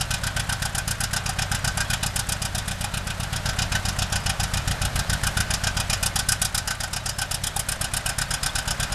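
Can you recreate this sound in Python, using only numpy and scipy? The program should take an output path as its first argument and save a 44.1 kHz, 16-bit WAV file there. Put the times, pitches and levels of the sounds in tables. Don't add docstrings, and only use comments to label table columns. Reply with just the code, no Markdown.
import sys
import numpy as np
from scipy import signal
from scipy.fft import rfft, irfft
from scipy.io import wavfile
from scipy.ndimage import uniform_filter1d

SR = 44100
rng = np.random.default_rng(int(sys.argv[2]) if len(sys.argv) > 2 else 0)


def invert_db(x):
    u = np.asarray(x, float) / 20
    return 10 ** u


def inscribe(sig):
    pcm = np.round(np.clip(np.atleast_2d(sig).T, -1, 1) * 32767)
    wavfile.write(sys.argv[1], SR, pcm.astype(np.int16))


N = 394254
SECOND = .2455


def level(x, db):
    return x * invert_db(db) / np.sqrt(np.mean(x ** 2))


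def ring(x, hz, width_hz, db):
    return invert_db(db) * signal.lfilter(*signal.iirpeak(hz, hz / width_hz, SR), x)


def colour(x, spectrum):
    hz, db = np.transpose(spectrum)
    bins_hz = np.fft.rfftfreq(N, 1 / SR)
    gain = invert_db(np.interp(np.log(bins_hz + 1), np.log(hz), db))
    return level(irfft(rfft(x) * gain, N), 0)


def walk(rate_hz):
    k = int(SR / rate_hz)
    held = np.repeat(rng.standard_normal(N // k + 1), k)
    return 0.69 * uniform_filter1d(uniform_filter1d(held, k), k)[:N]


def torn(crackle_db):
    scatter = np.minimum(rng.exponential(size=N), 4)
    return rng.standard_normal(N) * invert_db(crackle_db * scatter)


def low_pass(x, order, hz):
    return signal.sosfiltfilt(signal.butter(order, hz, fs=SR, output="sos"), x)


def beat(times_s, sizes, shape):
    lead = SR // 10
    train = np.bincount(np.round(times_s * SR).astype(int) + lead, sizes, N + SR)
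    return signal.fftconvolve(train, shape)[lead:lead + N]


def puff(times_s, db, start_s, rise_s, hold_s, tail_db, tail_s):
    t = np.arange(SR // 6) / SR
    fall = np.exp(-(t / hold_s) ** 2) + invert_db(tail_db) * np.exp(-t / tail_s)
    flow = (1 - np.exp(-t / rise_s)) * fall
    return np.sqrt(np.abs(beat(times_s + start_s, invert_db(2 * db), flow ** 2)))


# (time [s], speed [rpm])
SPEED = [
    (0.0, 928.8),
    (1.04, 941.6),
    (2.93, 918.2),
    (3.37, 935.0),
    (4.03, 880.3),
    (4.94, 851.6),
    (5.77, 921.9),
    (6.56, 929.4),
    (7.57, 960.5),
    (8.94, 982.8),
]


def crank():
    first_blast_s = -.0231
    t = first_blast_s + np.arange(N + SR // 8) / SR
    cycles = np.cumsum(np.interp(t, *np.transpose(SPEED))) / (120 * SR)
    start_s = np.interp(np.arange(int(cycles[-1]) + 1), cycles, t)
    return start_s, np.interp(start_s, *np.transpose(SPEED))


# (share of cycle [1], thump [dB], tick [dB])
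STROKES = [
    (0, 0, -30),
    (SECOND, -.8, -30),
    (.563, 0, 0),
    (.82, -13.5, 0),
]
# (frequency [Hz], width [Hz], level [dB])
PIPE = [(96, 5, 4.5), (117.5, 6, .4), (168, 45, -6)]
# (speed [rpm], late push delay [ms], late push gain [1], early
# push delay [ms], early push gain [1], intake gain [1])
FOLLOWERS = [(852, 23.0, .74, 8.1, .42, .18), (885, 22.5, .5, 7.4, .1, .3), (910, 21.9, .43, 8.6, .0, .43),
             (928, 22.2, .44, 10.5, -.17, .46), (957, 22.2, .47, 10.2, -.31, .33),
             (983, 23.2, .39, 10.6, -.43, .09)]


def thump(start_s, period_s, deep_db, upper_db):
    share, db, _ = np.transpose(STROKES)
    times = start_s[:, None] + share * period_s[:, None]
    rpm, *columns = np.transpose(FOLLOWERS)
    now = [np.interp(120 / period_s, rpm, c)[:, None] for c in columns]
    late_ms, late, early_ms, early, intake = now
    sizes = invert_db(db + .5 * rng.standard_normal(times.shape))
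    sizes[:, 2] *= intake[:, 0]
    last_push_s, last_push = .0381, .3
    times = np.stack([times, times + late_ms / 1000, times + early_ms / 1000, times + last_push_s])
    sizes = np.stack([sizes, sizes * late, sizes * early, sizes * last_push])
    peak_s, width_s = .008, .0019
    t = np.arange(SR // 50) / SR - peak_s
    push = beat(times.ravel() - peak_s, sizes.ravel(), -np.exp(-(t / width_s) ** 2))
    push = signal.sosfilt(signal.butter(2, 25, "high", fs=SR, output="sos"), push)
    push = push + sum(ring(push, *mode) for mode in PIPE)
    deep = low_pass(push, 2, 75)
    return invert_db(deep_db) * level(deep, -.3) + invert_db(upper_db) * level(push - deep, -0.34)


# (frequency [Hz], width [Hz], level [dB])
SILENCER = [(600, 75, -10), (790.5, 85, 1), (954, 14.5, -1), (1297, 560, -7.5), (1795, 237, -4.5),
            (2457, 87, -1), (2945, 270, -2.5), (3250, 320, -2.5), (3750, 680, -5.5)]
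# (frequency [Hz], width [Hz], level [dB])
SHELL = [(1566, 290, -7), (1531, 20, 7.5), (1590, 25.4, 4.5)]


def silencer(blasts_s, shell_db):
    db = rng.standard_normal(blasts_s.size)
    flow = puff(blasts_s.ravel(), db, start_s=-.0034, rise_s=.012, hold_s=.013, tail_db=-8.5, tail_s=.03)
    gas = torn(3.1) * flow
    patchy_db = 1.8 * rng.standard_normal((blasts_s.size, len(SILENCER)))
    t = np.arange(N) / SR
    out = invert_db(np.interp(t, blasts_s[:, 1], shell_db)) * sum(ring(gas, *mode) for mode in SHELL)
    for k, mode in enumerate(SILENCER):
        patchy = invert_db(np.interp(t, blasts_s.ravel() + 0.0014, patchy_db[:, k]))
        out = out + (-1) ** k * ring(gas * patchy, *mode)
    return level(out, 0)


# (frequency [Hz], density [dB per Hz])
LOW_JET = [(3500, -14.5), (4300, -9), (4700, 0.5), (5050, 4), (5500, 0), (6500, -2), (7500, -2.5),
           (10000, -47)]
# (frequency [Hz], density [dB per Hz])
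HIGH_JET = [(4500, -29), (6800, -3.5), (8700, 4.5), (9500, 1.5), (10500, 3), (11500, -2), (13000, -10),
            (14500, -22)]


def jet(blasts_s, low_db, high_db):
    times_s = blasts_s.ravel()
    low = puff(times_s, low_db.ravel(), start_s=-0.00041, rise_s=0.0044, hold_s=0.011,
               tail_db=-4.0, tail_s=0.019)
    high = puff(times_s, high_db.ravel(), start_s=-0.00067, rise_s=0.0027, hold_s=.010,
                tail_db=-14.5, tail_s=0.019)
    return invert_db(3) * low * colour(torn(2.6), LOW_JET) + invert_db(3.5) * high * colour(torn(0.74), HIGH_JET)


def stack(x):
    round_trip_ms, gain_start, gain_per_s, opens_s = .57, 0.067, 0.091, 6.14
    i = np.arange(N)
    gain = gain_start + gain_per_s * np.maximum(i / SR - opens_s, 0)
    return x + gain * np.interp(i - round_trip_ms * SR / 1000, i, x)


def bonnet(x, lag_ms=1.6, drift_ms=.7, gain=.28):
    i = np.arange(N)
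    path_ms = lag_ms + drift_ms * walk(4.6)
    return x + gain * np.interp(i - path_ms * SR / 1000, i, x)


def ticks(start_s, period_s):
    share, _, db = np.transpose(STROKES)
    times = start_s[:, None] + share * period_s[:, None]
    db = db + 3.3 * rng.standard_normal(times.shape)
    flow = puff(times.ravel(), db.ravel(), start_s=-.001, rise_s=.004, hold_s=.012, tail_db=-40, tail_s=.02)
    block = [(500, -31), (800, -4), (1500, 2), (3000, -6), (5500, -14), (7500, -5), (10000, -9.5),
             (12500, -22), (15000, -35)]
    return flow * colour(torn(2.5), block)


# (frequency [Hz], density [dB per Hz])
SOIL = [(30, 2.5), (150, 8), (260, -4.5), (350, -8), (510, -5.5), (580, 1.5), (1000, -3.5), (1500, -0.5),
        (2200, -7), (4000, -10.5), (8000, -17), (13000, -24), (15000, -46)]


def harrow():
    grit = colour(torn(1.3), SOIL)
    swell, out = walk(3.3), 0
    for hz in (250, 500, 1000, 2000, 4000, 8000):
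        below = low_pass(grit, 1, hz)
        grit = grit - below
        out = out + below * invert_db(0.36 * swell + 0.45 * walk(13))
    return level(out + grit * invert_db(0.99 * swell + 2.0 * walk(25)), 0)


# (time [s], frequency [Hz], level [dB], t60 [s])
CLINKS = [
    (2.843, 820, -24, 0.08),
    (7.565, 804, -19.5, 0.041),
    (1.852, 3300, -35, .12),
    (1.985, 3250, -59, .12),
    (8.494, 3440, -24, 0.033),
    (8.522, 3730, -41.5, 0.17),
    (8.545, 3870, -51, 0.12),
]


def clinks(rate_hz=28, soft_db=-47):
    gap, pitch, loudness, decay = rng.random((4, 250))
    faint = np.c_[np.cumsum(2 * gap / rate_hz), 550 * 11 ** pitch, soft_db + 8 * loudness, .04 + .14 * decay]
    out, t = np.zeros(N + SR), np.arange(SR // 8) / SR
    attack = np.minimum(t / 0.00027, 1)
    for s, hz, db, t60_s in [*CLINKS, *faint[faint[:, 0] < N / SR]]:
        i = int(s * SR)
        out[i:i + len(t)] += invert_db(db - 60 * t / t60_s) * np.sin(2 * np.pi * hz * t) * attack
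    return out[:N]


# (time [s], pipe pressure [dB], gas jet [dB], jet brightness [dB], shell ring [dB])
EXHAUST = [(0, -34, -24.5, 0.5, 0), (.4, -33, -28, 2, 2), (.9, -34, -25.5, 3.5, -1),
           (1.26, -33.5, -25.5, -1.5, -0.5), (1.7, -31.5, -24.5, -1, 2.5), (2.25, -34, -25, 4.5, -6.5),
           (3.15, -34.5, -33.5, 2.5, -2), (3.6, -31, -24, -4, -2), (4.2, -32.5, -23, -1.5, -5.5),
           (4.75, -31.5, -26.5, 0, -1.5), (5.35, -31.5, -25, 4, 2), (5.7, -32.5, -23, -3.5, -6.5),
           (6.27, -35, -20, 4.5, -3), (6.85, -40, -26, -0.5, 0.5), (7.4, -39, -26, 5.5, -4),
           (7.8, -38, -28, 7.5, -3), (8.4, -38, -24, 1.5, -1), (8.94, -36, -26.5, 0, 0)]


def scene():
    t = np.arange(N) / SR
    s, *columns = np.transpose(EXHAUST)
    pipe_db, jet_db, bright_db, shell_db = (np.interp(t, s, c) for c in columns)
    side_on_s, swing_s = 7.25, 0.82
    side = 1 / (1 + np.exp((side_on_s - t) / swing_s))
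    pull_db, blow_db = pipe_db - pipe_db.mean(), jet_db - jet_db.mean()
    over_rpm = np.interp(t, *np.transpose(SPEED)) - 930
    deep_db = pipe_db - 1.5 + 8.5 * side - 0.0636 * over_rpm
    silencer_db = -32.5 + 0.6 * side + .35 * blow_db + 0.28 * pull_db
    harrow_db = -42.5 + 2.5 * side + 0.72 * pull_db + 0.2134 * t

    start_s, rpm = crank()
    period_s = 120 / rpm
    blasts_s = start_s[:, None] + np.array([0, SECOND]) * period_s[:, None]
    scatter_db, shell_scatter_db = 1.1, 1.7
    chance = rng.standard_normal((len(start_s), 5))
    low_db = np.interp(blasts_s, t, jet_db) + [0, 0.95] + scatter_db * chance[:, :2]
    high_db = np.interp(blasts_s, t, jet_db + bright_db) + [0, 1.33] + scatter_db * chance[:, 2:4]
    ring_db = np.interp(start_s, t, shell_db) + shell_scatter_db * chance[:, 4]

    out = thump(start_s, period_s, deep_db, pipe_db)
    out = out + invert_db(silencer_db) * silencer(blasts_s, ring_db)
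    out = out + bonnet(stack(jet(blasts_s, low_db - 4.5, high_db - 4.5)))
    out = out + invert_db(silencer_db - 4.5) * ticks(start_s, period_s)
    out = out + invert_db(harrow_db + 6.0) * harrow() + clinks()
    return out[None]


def roll_off(x):
    return signal.sosfilt(signal.butter(12, 15260, fs=SR, output="sos"), x)


def record(dry):
    top_hz = 13950
    cut = signal.sosfilt(signal.ellip(8, .5, 60, top_hz, fs=SR, output="sos"), dry)
    return roll_off(cut)


dry = scene()
out = record(dry)
inscribe(out)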